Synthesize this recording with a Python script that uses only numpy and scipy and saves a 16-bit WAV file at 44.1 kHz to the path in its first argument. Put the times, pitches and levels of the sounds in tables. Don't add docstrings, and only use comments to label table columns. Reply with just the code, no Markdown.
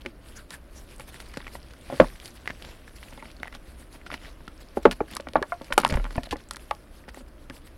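import sys
import numpy as np
from scipy import signal
from scipy.fft import rfft, irfft, next_fast_len
from scipy.io import wavfile
from scipy.ndimage import uniform_filter1d

SR = 44100
rng = np.random.default_rng(int(sys.argv[2]) if len(sys.argv) > 2 else 0)


def store_pcm(level_fs):
    pcm = np.round(np.clip(level_fs, -1, 1) * 32767).astype(np.int16)
    wavfile.write(sys.argv[1], SR, np.atleast_2d(pcm).T)


def ratio_of_db(decibels):
    return 10 ** (np.asarray(decibels, float) / 20)


N = 342657

# (frequency [Hz], level [dB per Hz])
POWDER_COLOUR = [(880, -29.5), (1500, -8), (3000, -6.5), (3920, -8), (4550, -7.5), (5490, -10.5),
                 (6310, -14), (7400, -14.5), (10700, -8.5), (15200, -25), (16000, -23)]


def evened(x):
    return x / np.sqrt(np.mean(x ** 2) + 1e-20)


def peaked(x):
    return x / (abs(x).max() + 1e-20)


def colour(x, points):
    hz, db = np.transpose(points)
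    size = next_fast_len(len(x))
    bins = np.fft.rfftfreq(size, 1 / SR)
    gain = ratio_of_db(np.interp(np.log(bins + 1), np.log(hz + 1), db))
    return irfft(rfft(x, size) * gain, size)[:len(x)]


def add(mix, s, sound):
    part = mix[round(s * SR):][:len(sound)]
    part += sound[:len(part)]


def swell(s, length):
    bell = np.exp(-np.linspace(-1.5, 1.5, round(3 * length * SR)) ** 2 / 0.2)
    return max(s - 1.55 * length, 0), bell


def grit(count, per_s, spread_db):
    place, size, sign = rng.random((3, count // 200))
    used = np.arange(len(place)) < per_s * count / SR
    level_db = spread_db * np.minimum(-np.log(size), 4)
    out = np.zeros(count)
    out[(place * count).astype(int)] = used * ratio_of_db(level_db) * np.sign(sign - 0.5)
    return out


def grains(low_hz, high_hz, cycles, per_s, spread_db):
    t, out = np.arange(900) / SR, np.zeros(N)
    for hz in np.geomspace(low_hz, high_hz, num=8):
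        ring = ratio_of_db(-60 * t * hz / cycles) * np.sin(2 * np.pi * hz * t)
        out += signal.oaconvolve(grit(N, per_s, spread_db), ring)[:N]
    return evened(out)


def mottled(patchy_db):
    z = signal.stft(rng.standard_normal(N), nperseg=256)[2]
    patches = uniform_filter1d(rng.standard_normal(z.shape), size=5, axis=0)
    patches = uniform_filter1d(patches, size=9, axis=1)
    hiss = signal.istft(z * ratio_of_db(patchy_db * evened(patches)), nperseg=256)[1]
    return evened(hiss[:N])


def room():
    # (frequency [Hz], level [dB per Hz])
    room_colour = [(12, -29), (22, -1), (46, -6), (62, -1.5), (82, -15), (168, -21.5), (319, -17.5),
                   (422, -26), (600, -23), (800, -33), (1120, -31), (1480, -32.5), (6910, -60),
                   (9670, -48.5), (16000, -55.5)]
    return ratio_of_db(-47) * evened(colour(rng.standard_normal(N), room_colour))


def stand():
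    # (time [s], signed peak, frequency [Hz], time to fall 60 dB [s])
    jolts = [
        (2.011, 0.042, 37, 0.46),
        (4.87, -0.032, 37.2, 0.42),
        (5.363, -0.021, 39.4, 0.17),
        (5.73, -0.035, 29.8, 0.29),
        (5.924, -0.21, 73.4, 0.008),
        (5.932, 0.043, 105, 0.03),
        (5.953, 0.23, 42, 0.048),
        (5.987, -0.1, 36, 0.52),
        (6.179, -0.18, 76, 0.0099),
        (6.316, 0.031, 64, 0.11),
    ]
    t, out = np.arange(SR) / SR, np.zeros(N)
    for s, peak, hz, t60 in jolts:
        onset = 1 - np.exp(-t / 0.002)
        swing = ratio_of_db(-60 * t / t60) * np.sin(2 * np.pi * hz * t) * onset
        add(out, s, peak * peaked(swing))
    return out


def effort(fine):
    # (time [s], level [dB])
    trickle = [(0.0, -67.5), (0.6, -67.5), (0.9, -69), (1.2, -55.5), (1.8, -62.5), (2.1, -62),
               (2.39, -59.5), (2.69, -54.5), (2.99, -70.5), (3.29, -63), (3.89, -65), (4.49, -63),
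               (5.39, -64.5), (5.99, -55), (6.59, -71), (7.18, -70), (7.77, -66)]
    # (time [s], level [dB], length [s])
    strokes = [(0.29, -52.5, 0.074), (0.381, -51.5, 0.077), (0.539, -46, 0.047), (0.792, -52.5, 0.11),
               (0.925, -52.5, 0.075), (1.017, -51, 0.043), (1.09, -46, 0.024), (1.151, -48.5, 0.04),
               (1.217, -48, 0.019), (1.547, -46.5, 0.046), (2.264, -46.5, 0.063), (2.364, -50, 0.024),
               (2.882, -53.5, 0.021), (2.965, -50, 0.016), (3.086, -52.5, 0.24), (3.696, -56, 0.085),
               (3.813, -51.5, 0.054), (3.95, -49.5, 0.046), (4.616, -50, 0.023), (4.772, -49, 0.028),
               (5.506, -54.5, 0.066), (5.66, -56, 0.058), (5.735, -36.5, 0.013), (6.535, -50, 0.023),
               (6.619, -53, 0.042), (6.732, -58.5, 0.24), (6.98, -57, 0.1), (7.179, -51, 0.062),
               (7.285, -55.5, 0.01), (7.43, -59, 0.039), (4.965, -55, 0.025), (4.832, -47, 0.01),
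               (5.085, -52.5, 0.012), (7.558, -50, 0.05), (7.671, -52, 0.034)]
    # (time [s], level [dB], length [s])
    puffs = [(0.01, -46.5, 0.011), (0.072, -56, 0.052), (1.379, -50, 0.059), (1.481, -46, 0.012),
             (1.712, -49, 0.011), (2.496, -49, 0.064), (2.688, -49.5, 0.089), (3.269, -49.5, 0.076),
             (3.453, -55, 0.076), (3.553, -49, 0.037), (4.073, -48, 0.02), (4.14, -41.5, 0.042),
             (4.259, -46, 0.086), (4.865, -55, 0.081), (4.925, -33, 0.018), (5.136, -42.5, 0.051),
             (5.36, -52, 0.026), (5.803, -32, 0.025), (5.853, -40.5, 0.035), (5.905, -30, 0.011),
             (5.95, -44, 0.066), (6.127, -46, 0.016), (6.173, -46.5, 0.061), (6.261, -43, 0.016),
             (6.326, -33.5, 0.019), (6.405, -51.5, 0.036), (7.092, -46, 0.018)]
    # (time [s], level [dB], length [s])
    slides = [
        (2.02, -45.5, 0.25),
    ]
    seconds, trickle_db = np.transpose(trickle)
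    power = ratio_of_db(2 * np.interp(np.arange(N) / SR, seconds, trickle_db) - fine * 14)
    for rows, fine_db in (strokes, -2), (puffs, -11), (slides, -5):
        for s, db, length in rows:
            start, bell = swell(s, length)
            add(power, start, ratio_of_db(2 * (db - 4.5 + fine * fine_db)) * bell)
    return np.sqrt(power)


def heap():
    low_band = signal.butter(2, [70, 230], "band", fs=SR, output="sos")
    low = signal.sosfilt(low_band, rng.standard_normal(N))
    return ratio_of_db(-3.5) * effort(0) * evened(low)


def rub():
    gritty = grains(1500, 7000, 5, 70, 4.2)
    powder = colour(mottled(3.2) + ratio_of_db(-6) * gritty, POWDER_COLOUR)
    coarse = signal.sosfiltfilt(signal.butter(4, 6500, fs=SR, output="sos"), powder)
    finest = powder - coarse
    crumbs = ratio_of_db(-1.5) * grains(453, 2430, 5.0, 130, 2.1)
    return effort(0) * (evened(coarse) + crumbs) + effort(1) * evened(finest)


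def skin():
    # (time [s], level [dB], length [s], frequency [Hz])
    slips = [
        (0.372, -46.5, 0.016, 6300),
        (0.777, -52, 0.034, 5930),
        (0.388, -50, 0.048, 1500),
        (0.54, -45, 0.034, 1660),
        (0.927, -59, 0.054, 2400),
        (3.2, -50, 0.014, 2100),
        (2.97, -58, 0.011, 5900),
        (3.085, -60, 0.027, 2700),
    ]
    out = np.zeros(N)
    for s, db, length, hz in slips:
        start, bell = swell(s, length)
        hiss = signal.lfilter(*signal.iirpeak(hz, 6.0, SR), rng.standard_normal(len(bell)))
        add(out, start, ratio_of_db(db) * evened(hiss) * np.sqrt(bell))
    return out


def debris():
    power = np.zeros(N)
    start, bell = swell(5.95, 0.085)
    add(power, start, bell)
    return ratio_of_db(-36.5) * np.sqrt(power) * grains(440, 2700, 5.2, 30, 2.9)


def snap(hz, t60):
    t = np.arange(SR // 10) / SR
    burst = 0.088 * rng.standard_normal(len(t)) * ratio_of_db(-60 * t / np.clip(t60, 0.002, 0.3))
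    burst[0] = 1
    chip = signal.lfilter(*signal.iirpeak(min(hz, 14000), 1.3, SR), burst)
    wide_band = [0.33 * hz, min(3.3 * hz, 12000)]
    wide = signal.lfilter(*signal.butter(2, wide_band, "band", fs=SR), burst)
    dulled = signal.lfilter(*signal.butter(2, min(2.82 * hz, 12000), fs=SR), chip)
    return peaked(dulled + 0.32 * wide)


def fractures():
    # (time [s], peak [dB], time for the grit to fall 60 dB [s])
    snaps = [(0.0628, -31, 0.026), (1.47, -36, 0.02), (2.0025, -19.5, 0.044), (2.2007, -29.5, 0.0095),
             (2.477, -33, 0.015), (2.624, -30, 0.016), (2.6494, -31, 0.029), (3.034, -37, 0.053),
             (4.064, -34.5, 0.026), (4.141, -25.5, 0.046), (4.4803, -32, 0.014), (4.853, -25, 0.07),
             (4.912, -18, 0.039), (5.114, -34, 0.023), (5.136, -32, 0.028), (5.201, -36, 0.051),
             (5.2869, -29, 0.012), (5.335, -28, 0.0093), (5.4265, -20, 0.0094), (5.618, -34.5, 0.022),
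             (5.7259, -16, 0.017), (5.779, -6.5, 0.027), (5.8491, -8.5, 0.0038), (5.9406, -25, 0.012),
             (6.043, -30.5, 0.0081), (6.157, -32, 0.02), (6.31, -20, 0.06), (6.7105, -22, 0.019),
             (7.4992, -29.5, 0.017)]
    # (time [s], peak [dB], colour [Hz])
    splinters = [(0.5062, -25.5, 5700), (0.998, -28.5, 8300), (1.2027, -27, 4260), (1.339, -33, 5330),
                 (1.3728, -24.5, 5250), (2.2576, -25.5, 4730), (2.4575, -38, 3740), (3.315, -37.5, 4130),
                 (3.4292, -42, 4000), (3.5257, -39, 4340), (3.55, -30.5, 4120), (4.104, -40, 3970),
                 (5.152, -19.5, 9200), (5.1674, -16, 6540), (5.645, -33.5, 4300), (5.779, -3, 7800),
                 (5.801, -18, 9500), (5.817, -22, 10000), (5.868, -23, 9000), (5.878, -21, 9000),
                 (5.958, -27, 8000), (6.108, -35, 3880), (6.2339, -26, 3630), (6.291, -40, 3360),
                 (6.3686, -35.5, 5290), (6.51, -17, 7100), (6.56, -27, 6070), (5.89, -22, 9200)]
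    # (time [s], peak [dB])
    ticks = [
        (1.736, -38),
        (2.162, -40),
        (5.208, -31.5),
        (6.241, -31),
        (6.439, -42),
        (6.546, -46),
        (6.569, -30),
        (6.75, -38),
    ]
    cracks = np.zeros(N)
    for s, db, t60 in snaps:
        add(cracks, s, ratio_of_db(db) * snap(2930, t60))
    for s, db, hz in splinters:
        add(cracks, s, ratio_of_db(db) * snap(hz, 126 / hz))
    for s, db in ticks:
        add(cracks, s, ratio_of_db(db) * snap(5000, 0.01))
    return ratio_of_db(12.0) * colour(cracks, POWDER_COLOUR)


def knock(centre_hz, spread, thud_db, t60):
    # (frequency [Hz], level [dB], factor on the decay time)
    tub_modes = [(139, -2, 1.7), (246.6, 2.5, 0.99), (330, -2, 0.79), (455, -3, 0.13), (557, 6, 0.59),
                 (627, 7, 0.21), (867, 3.5, 0.59), (1099, 8, 0.37), (1400, 4, 0.59), (1705, -3.5, 0.74),
                 (1900, 0, 0.74), (2220, 6, 0.33), (2480, -17, 0.73), (2860, 1, 0.38)]
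    t = np.arange(SR // 7) / SR
    hz, db, factor = np.transpose(tub_modes)[:, :, None]
    luck = rng.standard_normal((len(tub_modes), 3))
    mode_t60 = np.clip(t60, 0.01, 0.5) * factor * np.minimum(centre_hz / hz, 1) ** 0.12
    tuned_hz = hz * (1 + 0.031 * luck[:, 1:2])
    modes = ratio_of_db(db + 1.2 * luck[:, :1] - 60 * t / mode_t60) * np.sin(2 * np.pi * tuned_hz * t)
    modes *= np.sign(luck[:, 2:]) * (1 - np.exp(-t * hz))
    contacts = rng.standard_normal(1200) * ratio_of_db(-60 * t[:1200] / (1.3 * t60))
    contacts *= rng.random(1200) < 0.012
    contacts[0] = 3.2
    octaves = np.log2(hz / centre_hz) / np.clip(spread, 0.2, 3)
    near = ratio_of_db(np.minimum(-14 * np.sqrt(abs(octaves) + 0.33) * 1.7, 21 * octaves))
    thud = peaked(modes[:3].sum(0))
    ring = peaked((near * modes).sum(0)) + ratio_of_db(thud_db) * thud
    ring += 0.36 * ratio_of_db(-60 * t * centre_hz / 1.5) * np.sin(2 * np.pi * 1.1 * centre_hz * t)
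    return peaked(signal.fftconvolve(ring, contacts))


def blows():
    # (time [s], peak [dB], strongest ring [Hz], time to fall 60 dB [s])
    landings = [(0.055, -29, 327, 0.093), (1.37, -22.5, 710, 0.022), (1.899, -32.5, 656, 0.082),
                (1.923, -20.5, 387, 0.061), (1.939, -26, 560, 0.033), (2.042, -21, 837, 0.023),
                (2.499, -31, 460, 0.024), (4.098, -42, 1890, 0.059), (4.477, -27, 1360, 0.023),
                (4.913, -26, 1540, 0.065), (5.61, -28, 490, 0.05), (5.702, -27, 455, 0.097),
                (5.86, -16.5, 1420, 0.038), (5.907, -25, 523, 0.085), (5.938, -17.5, 715, 0.019),
                (5.9698, -22, 566, 0.043)]
    # (time [s], peak [dB], strongest ring [Hz], time to fall 60 dB [s])
    breaks = [
        (1.551, -27.5, 630, 0.027),
        (5.198, -24.5, 577, 0.026),
        (5.269, -25, 450, 0.029),
        (5.722, -14.5, 1620, 0.031),
        (6.508, -23.5, 1228, 0.032),
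    ]
    # (time [s], peak [dB], strongest ring [Hz])
    crumbs = [(0.995, -29, 710), (1.403, -36.5, 570), (2.618, -37, 478.5), (2.644, -38, 514),
              (3.123, -34, 547), (3.175, -35.5, 576), (3.223, -29, 800), (3.4, -34.5, 264),
              (3.454, -34, 790), (3.548, -35, 590), (3.95, -40, 312), (4.404, -38, 247), (5.285, -34, 553),
              (5.833, -21, 800), (5.924, -20.5, 134), (5.996, -29, 900), (6.041, -31, 610),
              (6.155, -26.5, 253), (6.233, -37.5, 538), (6.356, -28.5, 686), (6.063, -35, 900),
              (7.079, -34.5, 580), (7.171, -30, 325), (7.205, -38, 292), (7.497, -31.5, 246)]
    # (time [s], peak [dB], strongest ring [Hz])
    thin_chips = [(.061, -35, 2480), (0.507, -34, 1590), (0.538, -34, 1840), (1.142, -34, 2370),
                  (1.2, -32.5, 1370), (1.339, -31, 2040), (1.414, -43, 2140), (1.466, -28, 1800),
                  (2.456, -30, 1790), (3.525, -33, 1740), (4.065, -35, 1420), (4.114, -25, 2190),
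                  (4.128, -25.5, 2550), (4.139, -22.5, 2420), (5.166, -26.5, 1306), (6.051, -25, 1190),
                  (6.106, -29, 1080), (6.565, -30.5, 1610), (7.143, -36, 1665)]
    hits = np.zeros(N)
    for rows, spread, thud_db in (landings, 1, -9), (breaks, 1.8, -56):
        for s, db, hz, t60 in rows:
            add(hits, s + 0.00135, ratio_of_db(db) * knock(hz, spread, thud_db, t60))
    for rows, t60 in (crumbs, 0.044), (thin_chips, 0.023):
        for s, db, hz in rows:
            add(hits, s + 0.00138, ratio_of_db(db) * knock(hz, 5.7, -18, t60))
    return hits


def lump(modes):
    touch_s, settle_s = 0.00055, 0.026
    t = np.arange(SR // 6) / SR
    hz, db, t60 = np.transpose(modes)[:, :, None]
    fade = t / np.clip(t60, 0.005, 0.07 * (600 / hz) ** 0.8)
    build_s = 0.00076 * (600 / hz) ** 1.86
    build = 1 - np.exp(-(t / build_s) ** 2)
    ring = ratio_of_db(db - 50 * fade - 25 * fade ** 2) * np.sin(2 * np.pi * hz * t) * build
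    touches = rng.standard_normal(1300) * ratio_of_db(-17 - 60 * t[:1300] / settle_s)
    touches *= rng.random(1300) < 0.025
    touches[0] = 1
    crunch = signal.lfilter(*signal.butter(2, 1500, fs=SR), rng.standard_normal(len(t)))
    crunch *= ratio_of_db(-60 * t / (1.6 * t60.mean())) * np.minimum(t / 0.0017, 1)
    body = peaked(signal.fftconvolve(ring.sum(0), touches)[:len(t)]) + ratio_of_db(-11.5) * peaked(crunch)
    soft = (t[:200] / touch_s) ** 2 * np.exp(-8 * t[:200] / touch_s)
    small = signal.butter(5, 0.85 * hz.min(), "high", fs=SR, output="sos")
    return -peaked(signal.sosfilt(small, signal.fftconvolve(body, soft)))


def ping(hz, cycles):
    t = np.arange(1500) / SR
    other_hz = hz * (1 + 0.47 * rng.uniform(-1.3, 1))
    second_s = rng.uniform(0.00076, 0.0035)
    decay = ratio_of_db(-60 * t * hz / cycles)
    ring = np.sin(2 * np.pi * hz * t) + 0.25 * decay * np.sin(2 * np.pi * other_hz * t)
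    ring = ring * decay
    add(ring, second_s, 0.44 * ring.copy())
    return -peaked(ring)


def chips():
    # (time [s], peak [dB], modes (frequency [Hz], level [dB], time to fall 60 dB
    # [s]))
    lumps = [
        (1.9997, 6, [(170, -9.5, 0.1), (242, -8, 0.097), (330, -3.5, 0.072), (532, 4, 0.053), (595, 8, 0.038), (1109, 2.5, 0.035), (1400, -4, 0.038), (1800, -7.5, 0.025), (2480, -27, 0.035)]),
        (4.7711, -13, [(250, -14, 0.04), (406, 2.5, 0.012), (564, -6, 0.021), (794, -10.5, 0.026), (1350, -19.5, 0.014)]),
        (4.854, 6, [(181, -17, 0.11), (244.5, -15, 0.11), (455, 5.5, 0.027), (571, -1, 0.031), (867, -0.5, 0.025), (1110, -10, 0.027), (1278, -3, 0.02), (2000, -29, 0.027), (2480, -20, 0.042)]),
        (5.0051, -15, [(322, -3, 0.07), (438, 4.5, 0.043), (675, -12, 0.056), (843, 9, 0.02), (1125, 3.5, 0.026), (2330, -3.5, 0.031)]),
        (5.3562, -3.5, [(160, -20, .1), (243, -17.5, 0.14), (328, -14, 0.12), (650, -3, 0.06), (820, 12, 0.014), (1138, 5, 0.035), (1400, -0.5, 0.035), (1705, -3.5, 0.068), (2290, -2.5, 0.049)]),
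        (5.5213, -15.5, [(697, -2, 0.094), (1040, -8, 0.053), (1146, 4.5, 0.017), (1390, -1.5, 0.084), (2120, -3.5, 0.023)]),
        (5.7787, 0.5, [(247, -23, 0.14), (597, -0.5, 0.051), (822, 7, 0.021), (927, 3, 0.025), (1230, 7.5, 0.018), (1390, -1, .06), (2930, -15, .02)]),
        (5.849, -5.5, [(570, -14, 0.03), (947, 7.5, 0.015), (1070, 3, 0.017), (1480, -4, 0.027), (2760, 0, 0.014)]),
        (6.711, -12, [(590, -19, 0.028), (690, -7, 0.037), (845, 8, 0.025), (1153, 7, 0.023), (1265, -4, 0.043), (2070, 10.5, 0.0088)]),
             (5.4265, -16.5, [(605, -12, 0.068), (895, -12, 0.068), (1190, -2, .023), (1693, 2.5, 0.022), (2260, -4, 0.017)]),
        (6.1801, -16.5, [(256, -1.5, 0.047), (682, 0.5, 0.032), (940, 0, 0.022), (1790, -3.5, 0.025), (2500, -3, 0.019)]),
        (6.3264, -17.5, [(295, 3, 0.046), (479, 1, 0.05), (826, -1, .05), (1030, 2, 0.026), (1770, -2, 0.034), (2350, -12, .03)]),
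    ]
    # (time [s], peak [dB], ring [Hz])
    knocks = [(0.0508, -36, 420), (0.0515, -36, 1700), (0.0612, -17.5, 2250), (1.0072, -30, 2500),
              (5.8012, -25, 2900), (1.4037, -32, 1980), (1.4277, -35, 1680), (1.4452, -35, 2220),
              (1.4794, -28.5, 2160), (1.7374, -38, 1480), (5.954, -24, 1750), (1.9006, -23.5, 680),
              (2.0447, -28.5, 1400), (2.8789, -33, 1730), (3.0292, -30, 1960), (3.2557, -32, 2120),
              (5.9435, -20, 2100), (3.4555, -35, 795), (3.4735, -28.5, 1900), (4.0147, -37.5, 2110),
              (4.065, -30, 1450), (4.1032, -24, 1380), (4.1248, -28, 580), (4.1777, -34, 2820),
              (4.2558, -33, 1866), (4.9118, -23.5, 1450), (5.0132, -16.5, 437), (5.0831, -35.5, 1830),
              (5.161, -30, 1510), (5.1689, -23.5, 1190), (5.897, -26, 560), (5.3367, -34, 563),
              (5.6823, -37, 2320), (5.8008, -31.5, 1220), (5.8349, -19, 1340), (5.8706, -27, 1060),
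              (5.9103, -22, 2330), (5.4178, -20.5, 397), (6.0438, -26, 1430), (6.272, -33, 620),
              (6.5472, -31, 1670), (6.5955, -38.5, 2690), (7.0398, -39, 1900), (7.0914, -29, 1770),
              (7.5077, -30.5, 1670)]
    # (time [s], peak [dB], ring [Hz])
    more_knocks = [(2.476, -13, 2000), (2.486, -35, 1950), (2.4938, -29, 1900), (2.5, -26, 1950),
                   (2.5053, -19.5, 1910), (2.5138, -34, 1900), (3.432, -15, 1860), (3.446, -31, 2100),
                   (3.4799, -27, 1970), (5.9722, -22, 1830), (5.926, -29, 1250), (6.064, -31, 1380)]
    # (time [s], peak [dB], ring [Hz])
    sparks = [(0.5424, -30.5, 9000), (0.9623, -36, 8550), (0.9823, -37, 8570), (1.1436, -36, 8660),
              (1.2111, -44, 8400), (1.2878, -38, 10210), (1.4155, -37, 3570), (1.6297, -39, 4820),
              (1.8131, -39.5, 8910), (2.2135, -44, 3810), (2.2483, -34, 4540), (2.2787, -33, 4410),
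              (2.3061, -40, 6010), (2.3419, -42, 9240), (2.7125, -43, 3510), (3.1758, -39, 3510),
              (3.3666, -38.5, 4430), (3.3999, -40, 3620), (3.4314, -37, 11180), (3.4771, -38, 10170),
              (3.9279, -40, 4400), (4.1157, -33, 3640), (4.5784, -42, 5300), (4.63, -42.5, 4070),
              (4.6868, -41.5, 5030), (4.8321, -42, 7560), (4.9165, -24.5, 9400), (5.1126, -30, 11050),
              (5.1355, -36, 3500), (5.7792, -8, 8000), (5.3658, -30.5, 3830), (5.7098, -42, 4570),
              (5.7882, -15, 9200), (5.8636, -30, 4570), (5.9048, -25, 4600), (5.9257, -27, 7200),
              (6.1652, -31, 9600), (6.3246, -35, 6240), (6.4878, -37, 7840), (6.5354, -31, 7750),
              (6.568, -30, 9260), (7.1457, -35, 7700)]
    out = np.zeros(N)
    for s, db, modes in lumps:
        add(out, s - 0.0003, ratio_of_db(db) * lump(modes))
    for rows, cycles in (knocks, 11), (more_knocks, 11), (sparks, 25):
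        for s, db, hz in rows:
            add(out, s, ratio_of_db(db) * ping(hz, cycles))
    return out


def walls(x):
    t = np.arange(SR // 4) / SR
    bright = rng.standard_normal(len(t)) * ratio_of_db(-60 * t / 0.054)
    dull = signal.lfilter(*signal.butter(1, 900, fs=SR), rng.standard_normal(len(t)))
    dull *= ratio_of_db(0.5 - 60 * t / 0.12)
    tail = (bright + dull) * (t > 0.004)
    return signal.oaconvolve(x, tail / np.linalg.norm(tail))[:N]


def scene():
    background = room() + stand() + heap()
    powder = rub() + skin() + debris()
    hits = fractures() + blows() + chips()
    return (background + powder + hits + ratio_of_db(-20.0) * walls(hits))[None]


def band_limit(x):
    return signal.sosfilt(signal.butter(12, 16810, fs=SR, output="sos"), x)


def record(dry):
    ceiling = 0.9
    limited = ceiling * np.tanh((abs(dry) / ceiling) ** 3) ** (1 / 3) * np.sign(dry)
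    band = signal.oaconvolve(limited, signal.firwin(383, 16000, fs=SR)[None], "same")
    return band_limit(band)


dry = scene()
out = record(dry)
store_pcm(out)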